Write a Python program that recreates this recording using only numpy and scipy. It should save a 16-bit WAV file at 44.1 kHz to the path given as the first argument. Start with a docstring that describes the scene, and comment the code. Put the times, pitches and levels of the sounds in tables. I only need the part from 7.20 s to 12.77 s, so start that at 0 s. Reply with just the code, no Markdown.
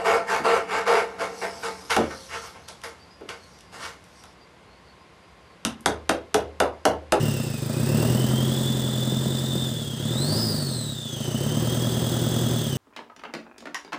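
"""A diesel engine chugs close by: it sags, revs up, holds, drops, revs once quickly and holds again.
It is a four-cylinder turbo diesel, heard from above its open bay while a hand works the throttle.
Every firing booms in the pipes, knocks in the metal block and spits a bright tick of injected fuel.
Valves, chain and belts clatter, and the turbocharger's spinning shaft adds a fuzzy, gliding whistle.
Four dull knocks stand out early on; a faint high sizzle grows louder after the quick rev."""
import sys
import numpy as np
from scipy import signal
from scipy.fft import rfft, irfft, next_fast_len
from scipy.io import wavfile
from scipy.ndimage import uniform_filter1d, map_coordinates

SR = 44100
rng = np.random.default_rng(int(sys.argv[2]) if len(sys.argv) > 2 else 0)


def wav_out(sig):
    """Save sig, one row per channel (or a flat mono array), as 16-bit PCM at SR to the path in sys.argv[1]."""
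    wavfile.write(sys.argv[1], SR, np.round(np.clip(np.atleast_2d(sig).T, -1, 1) * 32767).astype(np.int16))


N = 245637

# The cylinders in firing order. Each row: relative knock level in dB, relative tick level in dB.
CYLINDER_LEVELS = [(4, -3.5), (1.5, -4.5), (4.5, -5), (0, -4.5)]


def amp(db):
    """Turn decibels into a gain."""
    return 10 ** (np.asarray(db) / 20)


def unit(x):
    """Scale to an average (rms) level of 1."""
    return x / np.sqrt(np.mean(x ** 2) + 1e-20)


def curves(rows):
    """Join timed points with straight lines: one curve for each column after the time."""
    times, *columns = np.transpose(rows)
    return [np.interp(np.arange(N) / SR, times, column) for column in columns]


def wobble(rate):
    """A smooth curve through `rate` random points a second."""
    return map_coordinates(rng.standard_normal(int(N * rate / SR) + 4), [np.arange(N) * rate / SR])


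def filtered(x, response):
    """Multiply each frequency f in x by response(f)."""
    size = next_fast_len(N + SR // 2)
    return irfft(rfft(x, size) * response(np.fft.rfftfreq(size, 1 / SR)), size)[:N]


def colour(points, f):
    """The gain at frequency f of a tone curve drawn through (Hz, dB) points."""
    hz, db = np.transpose(points)
    return amp(np.interp(np.log(f + 1), np.log(hz + 1), db))


def resonance(f, hz, width, db):
    """How one mode (a pitch at which something rings) answers frequency f."""
    return amp(db) * 1j * f * width / (hz * hz - f * f + 1j * f * width)


def steel(x, tone):
    """Shape x with a tone curve and the peaks of ringing steel parts."""
    # Each row: pitch in Hz, width in Hz, strength in dB.
    steel_modes = [(3640, 270, 5), (4600, 99, 7), (5010, 124, 7), (5200, 140, 5), (7600, 170, -4),
                   (8130, 470, 4)]
    peaks = lambda f: sum(abs(resonance(f, *mode)) ** 2 for mode in steel_modes)
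    return unit(filtered(x, lambda f: colour(tone, f) * np.sqrt(1 + peaks(f))))


def strikes(crank, lead, cylinder_db, scatter_db):
    """One click per firing, early by `lead` (a share of a firing); a row for each cylinder."""
    count = np.floor(crank + lead).astype(int)
    at = np.flatnonzero(np.diff(count)) + 1
    cylinder = count[at] % len(CYLINDER_LEVELS)
    rows = np.zeros((len(CYLINDER_LEVELS), N))
    rows[cylinder, at] = amp(cylinder_db[cylinder] + scatter_db * rng.standard_normal(len(at)))
    return rows


def decay(attack_s, fade_s):
    """The outline of one blow: a quick rise, then a fall of 60 dB in fade_s."""
    t = np.arange(SR // 5) / SR
    return (1 - np.exp(-t / attack_s)) * np.exp(-np.log(1000) * t / fade_s)


def ring(x, response):
    """Play the response at every click in x."""
    return signal.oaconvolve(x, response)[:N]


def level(law, speed, pull, drift_db):
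    """A part's gain, set by speed (1 is cruising), pull (speeding up) and a drift in loudness."""
    # A law lists: base level in dB, dB per doubling of speed below cruising, the same above it,
    # dB per unit of pull, share of the drift.
    base_db, below_db, above_db, pull_db, share = law
    doublings = np.log2(speed)
    speed_db = below_db * np.minimum(doublings, 0) + above_db * np.maximum(doublings, 0)
    return amp(base_db + speed_db + pull_db * pull + share * drift_db)


def thumps(crank, modes):
    """Each cylinder's pressure pulse rings the modes in its own mix; neighbours swing opposite ways."""
    pulses = strikes(crank, lead=.15, cylinder_db=np.zeros(len(CYLINDER_LEVELS)), scatter_db=1)
    hz, width, *mixes = np.transpose(modes)
    f = np.fft.rfftfreq(8192, 1 / SR)
    # The small engine gives off little deep bass, and its pulses are rounded.
    bass_cut = (1j * f) ** 2 / (80 ** 2 - f * f + 1j * np.sqrt(2) * f * 80)
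    rounding = 1 / (1 + 1j * f / 1500) ** 2
    sound = np.zeros(N)
    for row, mix in zip(pulses, mixes):
        body = sum((-1) ** k * resonance(f, *mode) for k, mode in enumerate(zip(hz, width, mix)))
        sound += ring(row, irfft(bass_cut * rounding * body))
    return unit(sound)


def pipe_boom(crank):
    """Each firing makes the air in the pipes boom, over a low rumble."""
    # Each row: pitch in Hz, width in Hz, then strength in dB for each of the four cylinders.
    air_modes = [(95.6, 35, -10, -17, -10.5, -14), (127.4, 40.5, -0.5, -0.5, -0.5, -1),
                 (158.6, 34.3, -5, -6, -15, -9.5), (213.1, 24, -14.5, -8.5, -6, 0),
                 (227.7, 51.4, -12, -7.5, -9, -1.5)]
    # Each row: frequency in Hz, relative level in dB.
    rumble_tone = [(20, -36), (40, -6.5), (70, 1.5), (110, -2), (250, -3), (500, 0), (900, -21.5),
                   (2000, -13.5), (4000, -55)]
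    rumble = unit(filtered(rng.standard_normal(N), lambda f: colour(rumble_tone, f)))
    return amp(-14.7) * rumble - thumps(crank, air_modes)  # the lowest mode swings against the block


def block_knock(crank, cylinder_db, loose_gain=0.58, ring_db=-1.5, knock_db=1.53):
    """Firings shake the block by a different path per cylinder; loose parts make every blow differ."""
    # Block and manifold. Each row: pitch in Hz, width in Hz, then strength in dB for each cylinder.
    block_modes = [(354, 29.3, -21, -5.5, -25.5, -20.5), (369, 43, -17, -12.5, -25, -23),
                   (525.7, 25.4, -31.5, -16, -25.5, -17), (624, 54, -34, -35, -30.5, -16.5),
                   (1295, 41, -35, -53, -32, -24)]
    # Each row: frequency in Hz, relative level in dB.
    knock_tone = [(40, -16), (90, 9), (200, 9.5), (255, 6.5), (295, 6), (400, 9), (470, 1.5), (580, 3),
                  (760, -4), (950, -3), (1300, -11), (1800, -12), (2250, -22), (3200, -16.5), (6000, -49)]
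    ringing = thumps(crank, block_modes)
    blows = strikes(crank, lead=.15, cylinder_db=cylinder_db, scatter_db=.7)
    envelope = decay(attack_s=0.0037, fade_s=0.17)
    paths = sum(ring(row, envelope * rng.standard_normal(len(envelope))) for row in blows)
    rattle = ring(blows.sum(0), envelope) * rng.standard_normal(N)
    knock = unit(filtered(paths + loose_gain * rattle, lambda f: colour(knock_tone, f)))
    return amp(ring_db) * ringing + amp(knock_db) * knock


def injector_ticks(crank, cylinder_db, steady_hiss=.045):
    """Fuel squirts in with a sharp tick before each firing; its burning adds a softer burst."""
    # Each row: frequency in Hz, relative level in dB.
    tick_tone = [(1000, -33), (2400, -13.5), (3200, -0.5), (5500, 2.5), (6700, 1.5), (8200, 7), (9500, 4),
                 (11000, -4), (13000, 3), (14300, 4), (15100, 13.5), (16000, 3)]
    injection = strikes(crank, lead=.21, cylinder_db=cylinder_db, scatter_db=.6).sum(0)
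    burning = strikes(crank, lead=.03, cylinder_db=cylinder_db, scatter_db=2.5).sum(0)
    envelope = ring(injection, decay(attack_s=.0007, fade_s=.075))
    envelope += .35 * ring(burning, decay(attack_s=.001, fade_s=.03))
    return steel((envelope + steady_hiss) * rng.standard_normal(N), tick_tone)


def gear_clatter(crank, rough_db=1.9):
    """Valves, chain and belts make a dense, uneven rattle that swells slightly with each firing."""
    # Each row: frequency in Hz, relative level in dB.
    clatter_tone = [(200, -40), (600, -11), (1000, -1), (1800, 0.5), (2250, -13.5), (3000, -1.5),
                    (4000, -1), (5700, -4), (6700, -3.5), (8000, 1.5), (8900, -2.5), (9700, -3),
                    (10800, -12), (13500, -9), (15300, -7.5)]
    swell_db = 0.25 * np.cos(2 * np.pi * (crank - .08)) + rough_db * wobble(350)
    return steel(amp(swell_db) * rng.standard_normal(N), clatter_tone)


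def turbo_whistle(crank, pull, drift_db, cruise_hz=3350, sway_hz=42):
    """The turbo's shaft whistles, blurred by swirling air and swayed by the exhaust pulses."""
    # Drawn to trail the revs. Each row: time in seconds, shaft speed in Hz.
    shaft_speeds = [(0.0, 2890), (0.14, 2770), (0.49, 2370), (1.39, 3445), (2.4, 3596), (2.79, 3211.0),
                    (2.95, 3660), (3.21, 5115), (3.43, 4460), (4.08, 2960), (4.67, 3325.0), (5.41, 3360),
                    (5.57, 2940)]
    # The way to the listener. Each row: frequency in Hz, gain in dB.
    path_tone = [(2400, -13.5), (2600, -3.5), (2850, -4.5), (5200, 5), (6400, -7), (7100, 0.5), (7500, 0),
                 (8000, 12.5), (8400, 6), (8800, -0.5), (9600, 3), (10500, -20)]
    # Its numbers are listed in level().
    whistle_law = (-35.5, 20, 3, .008, 0.83)

    def fuzzy_tone(angle, width_hz):
        """Slow noise smears a pure tone into a narrow band."""
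        band = lambda f: 1 / np.hypot(1, f / width_hz) / (1 + (f / 1100) ** 2)
        blur = lambda: unit(filtered(rng.standard_normal(N), band))
        return blur() * np.cos(angle) + blur() * np.sin(angle)

    shaft_hz, = curves(shaft_speeds)
    speed = shaft_hz / cruise_hz
    pitch_hz = shaft_hz + sway_hz * np.sin(2 * np.pi * crank) + 18 * wobble(30)
    angle = 2 * np.pi * np.cumsum(pitch_hz) / SR
    whistle = unit(fuzzy_tone(angle, width_hz=65) + np.sin(angle))
    # A hissy octave above and a rush of air just below the whistle grow with the shaft's speed.
    octave = amp(-12) * speed * fuzzy_tone(2 * angle, width_hz=240)
    rush = amp(-4.5) * (shaft_hz / shaft_hz.max()) ** 2 * fuzzy_tone(.92 * angle, width_hz=260)
    sound = level(whistle_law, speed, pull, drift_db) * (whistle + rush + octave)
    return filtered(sound, lambda f: colour(path_tone, f))


def sizzle(step_at_s=3.86, rise_s=0.074, faint_db=-56.5, step_db=10):
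    """A faint, thin hiss on two close pitches steps up once and stays there."""
    # Each row: pitch in Hz, width in Hz, strength in dB.
    sizzle_modes = [(6130, 140, 7.5), (6390, 100, 6.5)]
    peaks = lambda f: sum(abs(resonance(f, *mode)) ** 2 for mode in sizzle_modes)
    risen = np.clip((np.arange(N) / SR - step_at_s) / rise_s, 0, 1)
    return amp(faint_db + risen * step_db) * unit(filtered(rng.standard_normal(N), peaks))


def bay_echoes(x, echo_db=-6):
    """The bay's close metal walls send back a short, dense cluster of echoes."""
    envelope = decay(attack_s=0.006, fade_s=0.038)
    echoes = envelope * rng.standard_normal(len(envelope))
    gain = amp(echo_db)
    return (x + gain * ring(x, echoes / np.linalg.norm(echoes))) / np.hypot(1, gain)


def stray_knocks(muffle_hz=700):
    """A few dull knocks, each ringing two low pitches, stand out from the even running."""
    # Each row: start in seconds, peak level in dB.
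    knocks = [(.957, -20), (1.922, -17), (2.06, -16), (2.355, -15)]
    # Each row: pitch in Hz, width in Hz, strength in dB.
    thud_modes = [(194, 27, 7), (308, 57, -1)]
    blows = np.zeros(N)
    for start_s, db in knocks:
        blows[round(start_s * SR)] = amp(db)
    f = np.fft.rfftfreq(8192, 1 / SR)
    thud = irfft(sum(resonance(f, *mode) for mode in thud_modes))
    thud = signal.lfilter(*signal.butter(2, muffle_hz, fs=SR), thud)
    return ring(blows, thud / np.abs(thud).max())


def scene(cruise_firing_hz=40, pull_smoothing_s=0.095):
    """One crankshaft times the firings; its speed and pull set how loud the engine's parts are."""
    # Engine speed. Each row: time in seconds, firings per second.
    firing_rates = [(0.0, 37.29), (0.07, 36.94), (0.39, 23.66), (0.8, 38.81), (0.98, 42.47), (1.32, 44.19),
                    (1.75, 42.44), (2.1, 44.27), (2.46, 43.6), (2.75, 30.74), (3.21, 57.56), (3.82, 28.42),
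                    (4.0, 25.55), (4.25, 35.73), (4.47, 40.48), (5.35, 40.5), (5.57, 31.38)]
    # The loudness sinks through the middle and steps back up near 3.9 s; each part takes a share.
    # Each row: time in seconds, dB for the boom and whistle, dB for the knock, ticks and clatter.
    loudness_drift = [(0, 5, 1), (.45, 3, 1), (.82, 4.5, 3), (1.05, 2.5, -0.5), (1.33, 1.5, -1.5),
                      (1.6, -.5, -3), (2.7, -2.5, -4.5), (3.25, -1, -3.5), (3.82, -4.5, -5.5), (4.02, 1, 1),
                      (4.4, 1, -0.5), (4.8, -0.5, 0.5), (5.57, 2.5, .5)]
    # How each part's loudness changes; the numbers are listed in level().
    boom_law = (-25.5, 9, -1.5, 0.019, 1)
    knock_law = (-34, 10, 6, 0.0361, 1.39)
    tick_law = (-40, 7, 10, -0.0025, 1.26)
    gear_law = (-39, 4.5, 6, 0.0071, 0.46)
    firing_hz, = curves(firing_rates)
    crank = np.cumsum(firing_hz) / SR - .185  # goes up by 1 per firing
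    speed = firing_hz / cruise_firing_hz
    # Pull is the firing rate gained each second, smoothed over a short stretch.
    pull = uniform_filter1d(np.gradient(firing_hz) * SR, round(pull_smoothing_s * SR))
    air_drift_db, metal_drift_db = curves(loudness_drift)
    knock_db, tick_db = np.transpose(CYLINDER_LEVELS)
    boom = level(boom_law, speed, pull, air_drift_db) * pipe_boom(crank)
    block = level(knock_law, speed, pull, metal_drift_db) * block_knock(crank, knock_db)
    ticks = level(tick_law, speed, pull, metal_drift_db) * injector_ticks(crank, tick_db)
    gear = level(gear_law, speed, pull, metal_drift_db) * gear_clatter(crank)
    whistle = turbo_whistle(crank, pull, air_drift_db)
    return (boom + block + ticks + bay_echoes(gear + whistle + sizzle()) + stray_knocks())[None]


def record(dry):
    """The microphone loses the deepest bass, and the highest treble is cut off."""
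    low_hz, top_hz = 38, 15550
    low_cut = lambda f: f ** 4 / np.sqrt(f ** 8 + low_hz ** 8)
    return filtered(dry[0], lambda f: low_cut(f) * (f < top_hz))[None]


dry = scene()
out = record(dry)
wav_out(out)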